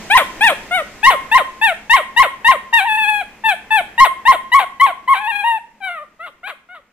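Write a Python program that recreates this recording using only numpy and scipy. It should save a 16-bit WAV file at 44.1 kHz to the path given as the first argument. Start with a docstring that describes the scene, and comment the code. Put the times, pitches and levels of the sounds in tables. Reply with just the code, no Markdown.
"""A small dog yelps from under a sofa at a robot vacuum: the loud yelp rises, flips into a shrill, nearly pure
register, then breaks into a rasp as it falls and the vocal folds flutter. Some yelps stay in the open voice,
three calls stretch into whines, and the last ones are weak. Behind them the vacuum's motor hums and its fan
hisses, and this background grows steadily quieter. The gap under the sofa and the living room ring briefly, and
the loudest yelps overload the close stereo microphone."""
import sys
import numpy as np
from scipy import signal
from scipy.fft import rfft, irfft, next_fast_len
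from scipy.io import wavfile
from scipy.ndimage import map_coordinates

SR = 44100
rng = np.random.default_rng(int(sys.argv[2]) if len(sys.argv) > 2 else 0)


def store_wav(level_fs):
    """Save 16-bit WAV to argv[1]."""
    pcm = np.round(np.clip(np.atleast_2d(level_fs), -1, 1) * 32767)
    wavfile.write(sys.argv[1], SR, pcm.T.astype(np.int16))


N = 305480

# yelps that flip into the shrill register: start/s, flip after/s, break after/s, length/s,
# first f/Hz, shrill f/Hz, last f/Hz, open level/dB, shrill level/dB, roughness/0-1
SHRILL_YELPS = [ (0.099, .052, .074, 0.13, 726.7, 1045, 508, -8, -4, 0.83),
                (1.029, 0.04, 0.075, 0.13, 817, 1082, 517, -7.5, -3.5, .85),
                (1.314, .036, .064, .112, 846, 1078, 491, -6, -5, 0.37),
                (1.896, 0.041, 0.067, .120, 862, 1087, 540, -7, -5.5, 0.37),
                (2.163, 0.034, 0.064, 0.11, 889, 1085, 495, -6.5, -5, .55),
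                (2.445, 0.04, 0.069, 0.12, 876, 1076, 512, -7, -6, 0.4),
                (3.978, .027, .071, 0.1, 911, 1075, 560, -5.5, -3, 0.9),
                (4.252, 0.029, 0.07, 0.11, 861, 1074, 605, -6.5, -3.5, 0.8),
                (4.517, 0.028, .077, 0.13, 932, 1107, 680, -8, -4, 0.7),
                (4.797, 0.019, 0.067, 0.12, 969, 1123, 651, -7.5, -5.5, 0.28), ]
# yelps in the open voice: start/s, crest after/s, break after/s, length/s,
# first f/Hz, crest f/Hz, last f/Hz, fundamental level/dB, overtone level/dB, roughness/0-1
OPEN_YELPS = [ (0.407, .046, .088, 0.13, 782, 949.5, 503.4, -13.5, -8, 0.8),
              (0.708, 0.053, .078, 0.12, 685.4, 747, 547, -19, -15.5, 0.1),
              (1.613, 0.038, 0.1, 0.12, 850, 926, 615, -14.5, -8.5, 0.07),
              (3.437, 0.05, 0.044, .110, 903, 873, 674, -14.5, -13, 0.02),
              (3.705, 0.052, 0.1, 0.11, 862.5, 896.7, 649, -12, -10.5, .1),
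              (6.192, 0.057, .073, .113, 625, 717, 513, -40, -30, 0.75),
              (6.43, 0.051, .046, 0.11, 665, 854, 529, -35.5, -27, 0.9),
              (6.687, 0.048, 0.062, 0.12, 687, 742, 526, -45, -37, 0.37), ]
# contours of the three whines: t/s, f/Hz, fundamental level/dB, overtone level/dB
LEVEL_WHINE = [(2.726, 914, -21, -24), (2.74, 928, -14, -10), (2.772, 924, -17, -10),
               (2.812, 749, -19, -17.5), (2.846, 798, -19, -26), (2.86, 954, -17.5, -27.5),
               (2.892, 863, -19.5, -19), (2.934, 869, -19, -14.5), (2.968, 838, -23, -21.5),
               (2.976, 891, -19.5, -17.5), (3.056, 829.4, -23, -16.5), (3.092, 862, -18, -15),
               (3.206, 817.8, -23.5, -20), (3.215, 768, -19, -26)]
CRACKING_WHINE = [(5.075, 997, -26.5, -26), (5.083, 1006, -15, -18), (5.099, 1099, -8.5, -22.5),
                  (5.133, 1079, -6.5, -21.5), (5.155, 787, -28.5, -20), (5.171, 750, -24.5, -21.5),
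                  (5.215, 860, -29.5, -30.5), (5.269, 846, -23, -21), (5.285, 935, -15.5, -25),
                  (5.311, 891, -20.5, -21.5), (5.321, 811.6, -29.5, -24.5), (5.433, 812, -26.5, -22.5),
                  (5.447, 920, -13, -25), (5.487, 941, -12, -22), (5.533, 913, -14, -23.5),
                  (5.575, 859, -23, -32.5)]
SINKING_WHINE = [(5.803, 814, -41, -49), (5.829, 771, -30.5, -28.5), (5.873, 757, -29.5, -24),
                 (5.901, 686, -30.5, -28.5), (5.939, 697, -37.5, -30.5), (5.995, 594, -42, -31.5),
                 (6.03, 613, -34.5, -35.5)]
# where each whine breaks: contour, t/s, roughness/0-1
WHINES = [(LEVEL_WHINE, 2.79, .04), (CRACKING_WHINE, 5.144, .25), (SINKING_WHINE, 5.87, .02)]
# formants of the throat and open mouth: f/Hz, level/dB
THROAT_EQ = [(1050, 20), (1600, -1.5), (1900, 8), (2700, -1), (3150, -9.5), (3900, -11.5), (5000, -47.5),
             (9000, -26), (15000, -59.5)]
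# air rushing past the vocal folds, and the snap of their closing: f/Hz, level/dB
BREATH_EQ = [(3000, -19.5), (5600, -13.5), (8000, 7), (10000, 6), (13500, 0.5), (15500, -2.5)]
# chaotic flutter of the folds, heard through the throat: f/Hz, level/dB
RASP_EQ = [(350, -34.5), (700, -14), (1050, 10.5), (1350, -2), (2400, -2.5), (3700, -3), (5200, -37)]
# a nearby surface throws an inverted copy at the microphone's right port: f/Hz, strength/0-1
BOUNCE_STRENGTH = [(1300, 0.12), (1650, 0.78), (2500, 0.47), (3100, 0.26)]
# shading of the right port: f/Hz, level/dB
SHADE_EQ = [(1700, 1.5), (2100, -4.5), (2700, 4.5), (4900, 4.5), (5600, -14.5), (7000, 3)]
# modes of the gap between floor and sofa: f/Hz, width/Hz, strength
SOFA_MODES = [(1047, 31, 1.62), (1915, 63, 1.21), (2142, 23, 1.03), (3200, 130, 1.2)]
# colour of the ring under the sofa: f/Hz, level/dB
SOFA_EQ = [(800, -3.5), (1300, 0), (1900, -2.5), (2500, -0.5), (3200, 1.5), (4000, -0.5)]
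# the background level over time: t/s, motor level/dB, suction level/dB
VACUUM_LEVELS = [(0, -36.5, -44.5), (2.4, -45, -60), (4.2, -45.5, -61), (6.93, -62.5, -76.5)]
# rumble of motor and brushes: f/Hz, level/dB
MOTOR_EQ = [(40, -3), (120, -10), (230, -3.5), (400, -6), (1000, -9.5), (1350, -13.5), (1950, -8),
            (2600, -12), (5000, -35)]
# hiss of the suction fan: f/Hz, level/dB
SUCTION_EQ = [(4500, 3), (6500, 2.5), (8300, -3), (14000, -19)]

TOP_HZ = 15500  # band limit of voice and microphone


def dog(reverb_db=-14.5):
    """Each yelp and whine reaches the microphone directly and stirs the room anew."""
    breath, rasp = noise(BREATH_EQ), noise(RASP_EQ)
    calls = [shrill_yelp(*row) for row in SHRILL_YELPS]
    calls += [open_yelp(*row) for row in OPEN_YELPS]
    calls += [whine(*row) for row in WHINES]
    voice, reverb = np.zeros(N), np.zeros((2, N + 2 * SR))
    predelay = SR // 200
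    for contour, break_s, depth in calls:
        i = np.arange(int(contour[0][0] * SR), int(contour[-1][0] * SR))
        call = vocal_folds(i / SR, contour, break_s, depth, breath[i], rasp[i])
        voice[i] += call
        tail = room(call)
        onset = i[0] + predelay
        reverb[:, onset:onset + tail.shape[1]] += tail
    return direct_sound(voice) + amp(reverb_db) * filtered(reverb[:, :N], sofa_gap)


def shrill_yelp(start, flip, crack, length, first_hz, top_hz, last_hz, open_db, shrill_db, depth,
                flip_s=.0063, flip_ratio=1.11, break_s=.012, break_ratio=.75, break_db=13.5,
                arch=.03, edge_db=2, purity_db_per_s=323.5):
    """The voice swells, flips up to an arched, nearly pure note, breaks and falls."""
    thin_db = shrill_db - purity_db_per_s * (crack - flip)  # longer notes have weaker overtones
    up, down = start + flip + flip_s / 2, start + crack - break_s / 2
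    fundamental_db = open_db - 5.5  # in the open voice it lies under the overtones
    contour = swell(start, flip - flip_s / 2, first_hz, top_hz / flip_ratio, fundamental_db, open_db)
    contour += [(up, top_hz * (1 - arch / 2), shrill_db, thin_db + edge_db),
                ((up + down) / 2, top_hz, shrill_db, thin_db),
                (down, top_hz * (1 - arch), shrill_db - edge_db, thin_db + edge_db),
                (down + break_s, top_hz * break_ratio, shrill_db - break_db, thin_db + edge_db / 2),
                (start + length, last_hz, shrill_db - break_db - 4.5, thin_db - 12.5)]  # the rasp fades
    return contour, start + crack, depth


def open_yelp(start, crest, crack, length, first_hz, crest_hz, last_hz, fundamental_db, overtones_db,
              depth, knee_share=.6):
    """The voice swells to a crest and slides down; past a knee the overtones die away first."""
    knee_s = start + crest + knee_share * (length - crest)
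    knee_hz = crest_hz + knee_share * (last_hz - crest_hz)
    contour = swell(start, crest, first_hz, crest_hz, fundamental_db, overtones_db)
    contour += [(knee_s, knee_hz, fundamental_db - 4, overtones_db - 6),
                (start + length, last_hz, fundamental_db - 7, overtones_db - 29)]
    return contour, start + crack, depth


def whine(held, break_s, depth, lift_db=1, sag_s=.019, sag_ratio=.83, sag_db=16.5):
    """A drawn-out note that closes by sagging in pitch and level."""
    contour = [(s, hz, low_db, high_db + lift_db) for s, hz, low_db, high_db in held]
    s, hz, low_db, high_db = contour[-1]
    contour.append((s + sag_s, hz * sag_ratio, low_db - sag_db, high_db - sag_db))
    return contour, break_s, depth


def swell(start, crest, first_hz, crest_hz, fundamental_db, overtones_db,
          swell_s=.013, push_db=3, pitch_lead=1.15):
    """A yelp's attack: growing effort lifts a soft, dull start, then pushes on to the crest."""
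    share = min(swell_s / crest, .9)
    risen_hz = first_hz + pitch_lead * share * (crest_hz - first_hz)
    return [(start, first_hz, fundamental_db - push_db - 7, overtones_db - push_db - 8.5),
            (start + share * crest, risen_hz, fundamental_db - push_db, overtones_db - push_db),
            (start + crest, crest_hz, fundamental_db, overtones_db)]


def vocal_folds(t, contour, break_s, depth, breath, rasp, attack_s=.003, release_s=.0043,
                quaver=.006, quaver_db=1.85, waver=.006, jitter_rad=.004, rasp_jitter_rad=.56,
                breath_db=-35, rasp_breath_db=-16, snap_db=-25, pressed_db=-11):
    """The folds swing evenly along a contour, until a break turns part of the swing into flutter."""
    pitch, fundamental_db, overtones_db = curves(contour, t)
    rough = roughness(t - break_s, depth)
    # a tremble of the throat lifts pitch and overtones together
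    tremble = wobble(70, len(t))
    fundamental_gain, overtone_gain = amp(fundamental_db), amp(overtones_db + quaver_db * tremble)
    unsteady_hz = pitch * (1 + quaver * tremble + waver * wobble(40, len(t)))
    phase = 2 * np.pi * np.cumsum(unsteady_hz) / SR
    phase += (jitter_rad + rasp_jitter_rad * rough) * wobble(750, len(t))
    k = np.arange(2, 25)[:, None]
    partials, partial_hz = np.cos(k * phase), k * pitch
    # pressed folds shut harder, so loud yelps are brighter and weak ones muffled
    effort = np.hypot(overtone_gain, .5 * fundamental_gain)
    bite = (effort / amp(pressed_db)) ** .35
    tilt = bite ** np.clip(np.log2(k / 2), 0, 1)
    overtones = blend(partials, partial_hz, tilt * throat(partial_hz, t - t[0]))
    # in the rasp the overtones dissolve first, while the fundamental carries on
    chaos = .42 * rough
    tone = np.sqrt(2 - chaos) * fundamental_gain * np.cos(phase)
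    tone += np.sqrt(2 - 2 * chaos) * overtone_gain * overtones
    flutter = effort * np.sqrt(chaos) * rasp * (1 + .5 * np.cos(phase / 2))
    # air escapes once a cycle, and more of it when the folds flutter
    hiss = (amp(breath_db) + amp(rasp_breath_db) * rough) * (1 + np.cos(phase)) * breath
    # each closing snaps, which keeps the top end alive even in the shrill register
    snap = amp(snap_db) * blend(partials, partial_hz, amp(along(BREATH_EQ, partial_hz)))
    gate = np.clip((t - t[0]) / attack_s, 0, 1) * np.clip((t[-1] - t) / release_s, 0, 1)
    return gate * (tone + flutter + bite * effort * (hiss + snap))


def roughness(age, depth, rise_s=.007, heal_s=.036, hoarse=.002):
    """A break sets in at once and heals; a trace of hoarseness never leaves the voice."""
    onset = np.clip(age / rise_s + .5, 0, 1)
    return np.clip(hoarse + depth * onset * np.exp(-(age / heal_s) ** 2), 0, 1)


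def throat(hz, age, pinch_hz=2700, width_hz=240, pinch_db=4.5, grow_s=.19):
    """Formant gains; on a held note the mouth narrows and a piercing resonance grows."""
    held = np.clip(age / grow_s - .5, 0, 1)
    pinch = np.exp(-((hz - pinch_hz) / width_hz) ** 2)
    return amp(along(THROAT_EQ, hz) + pinch_db * held * pinch)


def direct_sound(voice, swing_s=.95):
    """The dog lies on the side of the left port until the microphone swings round."""
    early = np.arange(N) < swing_s * SR
    before = filtered(voice * early, lambda hz: ports(hz, left_lag_s=-.000086, bounce_s=.00069))
    after = filtered(voice * ~early, lambda hz: ports(hz, left_lag_s=.00006, bounce_s=.001214))
    return before + after


def ports(hz, left_lag_s, bounce_s, left_db=1.34, right_db=-3.0):
    """The left port hears the dog clearly; the right one is partly shaded and combed by a bounce."""
    left = amp(left_db) * np.exp(-2j * np.pi * hz * left_lag_s)
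    bounce = along(BOUNCE_STRENGTH, hz)
    comb = (1 - bounce * np.exp(-2j * np.pi * hz * bounce_s)) / np.hypot(1, bounce)
    right = amp(right_db + along(SHADE_EQ, hz)) * comb
    return np.array([left, right])


def room(call, wall_t60=.69, damping_hz=9000, sofa_db=1, sofa_t60=.024):
    """The hollow under the sofa answers briefly, the walls longer; the bass is nearly mono."""
    hz, t, grains = signal.stft(rng.standard_normal((2, SR // 2)), SR, nperseg=256)
    absorption = 1.5 + hz[:, None] / damping_hz  # shortens the wall decay, most in the treble
    walls = amp(-60 * t / wall_t60 * absorption)
    hollow = amp(sofa_db - 60 * t / sofa_t60)
    grains *= walls + hollow
    grains[1] *= np.clip(hz / 2000, 0, 1)[:, None]  # low cut on the side signal
    mid, side = signal.istft(grains, SR, nperseg=256)[1]
    impulse = np.array([mid + side, mid - side]) / np.linalg.norm(mid)
    return signal.oaconvolve(call[None], impulse, axes=1)


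def sofa_gap(hz, treble_db=10, treble_hz=10000):
    """The gap under the sofa rings at a few pitches, and the hard floor scatters much of the treble."""
    modes = sum(strength / (1 + 2j * (hz - mode_hz) / width) for mode_hz, width, strength in SOFA_MODES)
    colour_db = along(SOFA_EQ, hz) + treble_db * np.minimum(hz / treble_hz, 1) ** 2
    return (1 + modes) * amp(colour_db)


def vacuum(hum_hz=212, hum_db=-11, whistle_hz=7488, whistle_db=-13):
    """Motor and brushes rumble around a wavering hum; the fan hisses and adds a thin whistle."""
    t = np.arange(N) / SR
    motor_db, suction_db = curves(VACUUM_LEVELS, t)
    hum_gain = amp(hum_db + 4.1 * wobble(25, N))
    hum = hum_gain * np.sin(2 * np.pi * hum_hz * t + .76 * wobble(35, N))
    whistle = amp(whistle_db) * np.sin(2 * np.pi * whistle_hz * t + wobble(36, N))
    rumble = amp(1.5 * wobble(5.1, N)) * wide_noise(MOTOR_EQ, side_db=-14.5)
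    hiss = wide_noise(SUCTION_EQ, side_db=2.5)
    return amp(motor_db) * (rumble + hum) + amp(suction_db) * (hiss + whistle)


def amp(db):
    """Decibels to gain."""
    return 10 ** (np.asarray(db) / 20)


def along(points, hz):
    """A curve of (f/Hz, value) points, read on a log frequency axis."""
    f, values = np.transpose(points)
    return np.interp(np.log(hz + 1), np.log(f + 1), values)


def curves(rows, t):
    """One envelope for each column after the time column."""
    times, *columns = np.transpose(rows)
    return [np.interp(t, times, column) for column in columns]


def wobble(rate, size):
    """A smooth random modulator with `rate` knots a second."""
    knots = rng.standard_normal(int(size * rate / SR) + 4)
    return map_coordinates(knots, [np.arange(size) * rate / SR])


def blend(partials, hz, gains):
    """The partials below the band limit, mixed at constant power."""
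    gains = gains * (hz < TOP_HZ)
    return (gains * partials).sum(0) / np.linalg.norm(gains, axis=0)


def filtered(x, response):
    """x through a complex frequency response."""
    size = next_fast_len(N + SR // 2)
    return irfft(rfft(x, size) * response(np.fft.rfftfreq(size, 1 / SR)), size)[..., :N]


def noise(eq):
    """Coloured noise of rms 1."""
    x = filtered(rng.standard_normal(N), lambda hz: amp(along(eq, hz)))
    return x / np.sqrt(np.mean(x ** 2) + 1e-20)


def wide_noise(eq, side_db):
    """Mid-side stereo noise with a mid of rms 1."""
    return noise(eq) + amp(side_db) * np.outer([1, -1], noise(eq))


def scene():
    """The dog up front, over the bed of the vacuum."""
    return dog() + vacuum()


def record(dry, ceiling=1.25, lopsided=.0045):
    """The microphone flattens the loudest peaks, a little unevenly, and cuts off at its band limit."""
    bent = dry + lopsided * dry ** 2
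    clipped = bent / (1 + np.abs(bent / ceiling) ** 10) ** (1 / 10)
    return filtered(clipped, lambda hz: hz < TOP_HZ)


dry = scene()
out = record(dry)
store_wav(out)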